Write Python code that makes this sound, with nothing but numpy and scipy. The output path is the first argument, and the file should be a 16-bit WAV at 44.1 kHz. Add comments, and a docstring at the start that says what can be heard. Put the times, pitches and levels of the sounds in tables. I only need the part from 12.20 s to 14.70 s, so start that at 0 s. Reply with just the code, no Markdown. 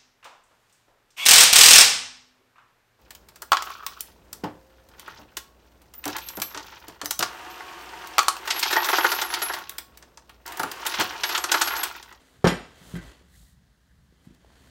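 """A small workshop, one microphone close to a wooden workbench, a little room behind the direct sound.
A spoked metal wheel is set down: the board thuds in its low modes, then metal clatters and rings on it.
The wheel is tipped up with a softer bump and a rattle, and turned on its tyre with small knocks.
Hands and sleeves rub on it with a grainy hiss; it squeaks faintly and the bench rumbles as it rolls."""
import sys
import numpy as np
from scipy import signal
from scipy.fft import rfft, irfft
from scipy.io import wavfile

SR = 44100
rng = np.random.default_rng(int(sys.argv[2]) if len(sys.argv) > 2 else 0)


def to_wav(sig):
    """Store sig (one row per channel, or 1-D mono) as 16-bit WAV at the path in sys.argv[1].

    Samples outside -1..1 are clipped; the rate is SR.
    """
    pcm = np.clip(np.atleast_2d(sig), -1, 1) * 32767
    pcm = np.round(pcm).astype(np.int16)
    wavfile.write(sys.argv[1], SR, pcm.T)  # frames by channels


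N = 110250
TIME = np.arange(N) / SR
RING_TIME = TIME[:SR * 3 // 4]  # seconds since a contact

# reverberation of the workshop (frequency [Hz], t60 [s])
ROOM_T60 = [(60, 0.25), (250, 0.52), (8000, 0.43), (15000, 0.2)]
# room tone (frequency [Hz], relative level [dB])
AIR_COLOUR = [(30, -4.5), (150, 8.5), (225, 0.5), (266, 12), (330, 0), (1100, -2), (1750, 3), (2400, -7),
              (4000, -3.5), (15500, -16)]
# hands sliding over the rim (time [s], level [dB])
RUB_LEVEL = [(0, -59), (.15, -64), (.5, -59.5), (.6, -55), (.76, -51), (.9, -52.5), (.97, -58),
             (1.05, -65.5), (1.35, -75.5), (1.88, -74.5), (2.07, -64), (2.18, -68.5), (2.38, -60),
             (2.5, -60)]
# spectrum of the rubbing (frequency [Hz], relative level [dB])
RUB_COLOUR = [(60, -9.5), (220, 0.5), (262, 13.5), (300, 6.5), (900, 1), (1900, 0), (2450, -6.5),
              (3200, -1), (3800, -5.5), (4300, -4), (5300, -11.5), (6400, -8.5), (15500, -24)]
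# rumble of the bench under the tyre (time [s], level [dB])
ROLL_LEVEL = [(0, -70.5), (.2, -62.5), (.45, -55), (.55, -61), (.66, -53), (.86, -47.5), (.96, -64.5),
              (1.03, -58), (1.12, -58.5), (1.21, -57), (1.4, -56.5), (1.59, -66.5), (1.82, -57),
              (2.0, -63.5), (2.5, -57)]
# spectrum of the rumble (frequency [Hz], relative level [dB])
ROLL_COLOUR = [(20, -27.5), (45, 0.5), (57, 6.5), (71, 6.5), (84, -5), (190, -5), (270, -21.5),
               (340, -32.5), (2200, -48.5)]
# swishes of a sleeve (peak time [s], rise [s], fall [s], level [dB])
SWISHES = [(0.111, 0.085, 0.091, -70.5), (.72, 0.087, 0.023, -56.5), (0.771, 0.014, 0.0052, -53.5),
           (.89, 0.052, 0.024, -67), (1.19, 0.06, 0.051, -61), (1.3, 0.036, 0.037, -68),
           (2.055, .02, 0.024, -71), (2.149, 0.0038, 0.0036, -66.5), (2.49, 0.12, .1, -70)]
# spectrum of a swish (frequency [Hz], relative level [dB])
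SWISH_COLOUR = [(300, -21), (2600, -10.5), (3800, 0), (5500, -6), (6900, -3), (8200, -0.5), (9700, -5.5),
                (13000, -6.5), (15500, -9.5)]
# small knocks of hand and tyre (time [s], level [dB], pitch [Hz])
KNOCKS = [(0.086, -53, 1100), (0.192, -49, 79.4), (1.013, -47.5, 325), (1.232, -57, 704), (1.926, -51, 328),
          (2.0738, -36, 173), (2.110, -39.5, 197), (2.149, -48.5, 4400), (2.2478, -43.5, 540),
          (2.3037, -47, 1030)]
# the wheel landing on the board (time [s], gain [dB], treble cutoff [Hz])
BLOWS = [(0.2432, 0, 1280), (0.2444, -0.5, 273), (0.2524, -8.5, 1140), (0.2668, -6, 523),
         (0.3191, -12.5, 251), (0.611, -31.5, 151), (0.738, -3, 81), (0.7572, -18.5, 228),
         (.7787, -20, 113), (0.7973, -22, 71), (0.8219, -34, 80)]
# modes of the bench top (frequency [Hz], level [dB])
BENCH_MODES = [(54, -33.5), (90, -27.5), (132, -18), (177, -5), (215, -32), (261, -19), (320, -19),
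               (357, -13), (435, -21.5), (481, -29), (522, -21), (608, -29), (698, -29.5), (874, -28)]
# how long those modes ring (frequency [Hz], t60 [s])
BENCH_T60 = [(54, 0.34), (130, 0.049), (200, 0.12), (700, 0.26)]
# dense ring of the board and its clutter (frequency [Hz], relative level [dB])
WOOD_COLOUR = [(40, -36.5), (130, -2.5), (400, -5.5), (900, -1), (1900, -3), (2400, -15), (5500, -6),
               (15500, -11)]
# metal striking metal (time [s], gain [dB], treble cutoff [Hz], gain of the modes [dB])
METAL_CONTACTS = [(0.2442, -10, 14000, -5.5), (0.251, -5.5, 4976, 7), (0.2718, 0.5, 9500, 0),
                  (0.276, -8.5, 8000, -7.5), (.283, -7.5, 11000, 3), (.754, -18, 2400, 8.5),
                  (0.769, -26, 2200, 14)]
# modes of the wheel (frequency [Hz], level [dB], t60 [s])
WHEEL_MODES = [(1450, -41, 0.2), (1574, -37.5, .32), (1990, -39, .35), (2700, -40.5, 0.12),
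               (3172, -38, .26), (3935, -39, 0.17), (4290, -42.5, 0.17), (5100, -40, 0.2),
               (5650, -36.5, .09), (6870, -37.5, 0.17), (6914, -40.5, .22), (7340, -45.5, 0.23),
               (8290, -41.5, 0.28), (8610, -39.5, 0.13), (9000, -47, 0.11), (9211, -50, .26),
               (11130, -40, 0.21), (11710, -38.5, .17), (11460, -43.5, 0.19), (13940, -53, .4),
               (14680, -42, .15)]
# crash of a metal contact (frequency [Hz], relative level [dB])
CRASH_COLOUR = [(200, -17), (900, -2.5), (2000, 6), (2500, 2), (5700, -7), (6300, -16.5), (10000, -17.5),
                (15500, -18.5)]
# sharp bite at the instant of contact (frequency [Hz], relative level [dB])
BITE_COLOUR = [(1500, -17.5), (5400, 0.5), (7500, -18.5)]
# squeaky rubs of the turning wheel (time [s], level [dB], pitch [Hz])
SQUEAKS = [(1.149, -64.5, 1850), (1.285, -70.5, 1877), (1.421, -78, 1810), (1.547, -77.5, 1694),
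           (1.623, -80, 1690), (1.715, -71, 1680)]


def amp(db):
    """Decibels to gain."""
    return 10 ** (np.asarray(db) / 20)


def unit_rms(x):
    """Scales to rms 1."""
    return x / np.sqrt(np.mean(x ** 2) + 1e-20)


def at_frequency(points, hz):
    """Reads a table on a log-frequency axis."""
    f, value = np.transpose(points)
    return np.interp(np.log(hz + 1), np.log(f + 1), value)


def level(points):
    """Gain over time from a curve in dB."""
    return amp(np.interp(TIME, *np.transpose(points)))


def add(mix, s, sound):
    """Mixes a sound in at a time."""
    part = mix[max(round(s * SR), 0):][:len(sound)]
    part += sound[:len(part)]


def coloured(x, colour):
    """Gives a signal a spectrum, at rms 1."""
    gain = amp(at_frequency(colour, np.fft.rfftfreq(len(x), 1 / SR)))
    return unit_rms(irfft(rfft(x) * gain, len(x)))


def decay(t60):
    """Falls by 60 dB in t60 seconds."""
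    return np.exp(-np.log(1000) * RING_TIME / t60)


def burst(colour, db, t60):
    """Dying noise: a ring too dense to hear as pitches."""
    return amp(db) * coloured(rng.standard_normal(len(RING_TIME)), colour) * decay(t60)


def lowpass(x, hz):
    """Takes off treble, as a softer contact does."""
    return signal.lfilter(*signal.butter(2, min(hz, SR / 2 - 1), fs=SR), x)


def friction(colour, grain_db, grain_s):
    """Rubbing noise that catches and slips in short grains."""
    grains = np.interp(TIME / grain_s, np.arange(N), rng.standard_normal(N))
    return coloured(rng.standard_normal(N) * amp(grain_db * grains), colour)


def room(x, wet_db, delay_s=0.0062):
    """A diffuse tail reaches the microphone after the direct sound; each band dies at its own speed."""
    hz, t, bands = signal.stft(rng.standard_normal(len(RING_TIME)), SR, nperseg=256)
    bands *= np.exp(-np.log(1000) * t / at_frequency(ROOM_T60, hz)[:, None])
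    tail = signal.istft(bands, SR, nperseg=256)[1]
    tail *= np.clip(np.arange(len(tail)) / SR / delay_s - 1, 0, 1)
    return x + amp(wet_db) * signal.fftconvolve(x, tail / np.linalg.norm(tail))[:len(x)]


def room_tone():
    """The quiet, steady air of the workshop."""
    return amp(-71.5) * coloured(rng.standard_normal(N), AIR_COLOUR)


def hand_rub():
    """Hands slide over the rim, and the friction makes the metal sing faintly."""
    rub = friction(RUB_COLOUR, grain_db=2.0, grain_s=0.0034)
    damped_ring = wheel_ring() * decay(t60=0.19)
    singing = lowpass(signal.fftconvolve(rub, damped_ring)[:N], hz=4000)
    return level(RUB_LEVEL) * (rub + amp(-17) * unit_rms(singing))


def wheel_ring(partials=7):
    """Each mode of the wheel splits into close partials that beat as they die."""
    out = np.zeros(len(RING_TIME))
    for hz, db, t60 in WHEEL_MODES:
        spread_hz = 16 + 0.0047 * hz
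        offsets = (np.arange(partials) + rng.random(partials)) * 2 / partials - 1
        cycles = (hz + spread_hz * offsets[:, None]) * RING_TIME + rng.random((partials, 1))
        out += amp(db) * np.sin(2 * np.pi * cycles).sum(0) / np.sqrt(partials) * decay(t60)
    return out


def tyre_roll():
    """The bench rumbles under the rolling tyre."""
    return level(ROLL_LEVEL) * coloured(rng.standard_normal(N), ROLL_COLOUR)


def sleeve_swishes():
    """Cloth brushes the wheel in swells of bright friction noise."""
    swell = np.zeros(N)
    for s, rise, fall, db in SWISHES:
        width_s = np.where(TIME < s, rise, fall)
        swell += amp(db) * np.exp(-((TIME - s) / width_s) ** 2 / 2)
    return swell * friction(SWISH_COLOUR, grain_db=1.5, grain_s=0.0021)


def knocks():
    """Dead knocks of hand and tyre: one short push each, and only the room rings on."""
    out = np.zeros(N)
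    for s, db, hz in KNOCKS:
        offset_squared = (np.pi * hz * (TIME - s)) ** 2
        out += amp(db) * (2 * offset_squared - 1) * np.exp(-offset_squared)
    return room(out, wet_db=-9.5)


def bench_thuds(push_hz=454.3, push_s=0.0017, build_cycles=0.27):
    """Each blow shoves the board, which rings in low modes and a dense wooden bark."""
    push = amp(-0.5) * np.sin(2 * np.pi * push_hz * RING_TIME) * np.exp(-RING_TIME / push_s)
    modes = np.zeros(len(RING_TIME))
    for hz, db in BENCH_MODES:
        build_up = 1 - np.exp(-hz * RING_TIME / build_cycles)
        envelope = build_up * decay(at_frequency(BENCH_T60, hz))
        modes += amp(db) * np.sin(2 * np.pi * hz * RING_TIME) * envelope
    out = np.zeros(N)
    for s, db, cutoff_hz in BLOWS:
        bark = burst(WOOD_COLOUR, db=-11.5, t60=0.28)
        thud = modes + room(bark - push, wet_db=-15)
        add(out, s, amp(db) * lowpass(thud, cutoff_hz))
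    return out


def metal_clatter():
    """Each metal contact is a sharp bite and a short crash that leave the wheel ringing."""
    out = np.zeros(N)
    for s, db, cutoff_hz, ring_db in METAL_CONTACTS:
        bite = burst(BITE_COLOUR, db=-25, t60=0.032)
        crash = room(burst(CRASH_COLOUR, db=-24.5, t60=0.18), wet_db=-9)
        ring = amp(ring_db) * room(wheel_ring(), wet_db=-12.5)
        add(out, s, amp(db) * lowpass(bite + crash + ring, cutoff_hz))
    return out


def squeaks(swell_s=0.016, fuzz_hz=165, rise_hz_per_s=1540):
    """Short slips as the wheel turns: each a fuzzy whistle that swells and rises a little."""
    out = np.zeros(N)
    for s, db, hz in SQUEAKS:
        t = TIME - s
        fuzz = lowpass(rng.standard_normal(N) + 1j * rng.standard_normal(N), fuzz_hz)
        cycles = (hz + rise_hz_per_s * t / 2) * t
        whistle = (fuzz * np.exp(2j * np.pi * cycles)).real
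        out += amp(db) * unit_rms(whistle) * np.exp(-(t / swell_s) ** 2 / 2)
    return out


def scene():
    """Everything that reaches the microphone at the bench, in mono."""
    handling = hand_rub() + tyre_roll() + sleeve_swishes() + knocks()
    return (room_tone() + handling + bench_thuds() + metal_clatter() + squeaks())[None]


def record(dry, low_cut_hz=38, band_limit_hz=15800):
    """The microphone's bass roll-off and the recorder's band limit."""
    thinned = signal.lfilter(*signal.butter(3, low_cut_hz, "high", fs=SR), dry)
    band_limit = signal.firwin(511, band_limit_hz, window=("kaiser", 9), fs=SR)
    return signal.oaconvolve(thinned, band_limit[None], "same")


dry = scene()
out = record(dry)
to_wav(out)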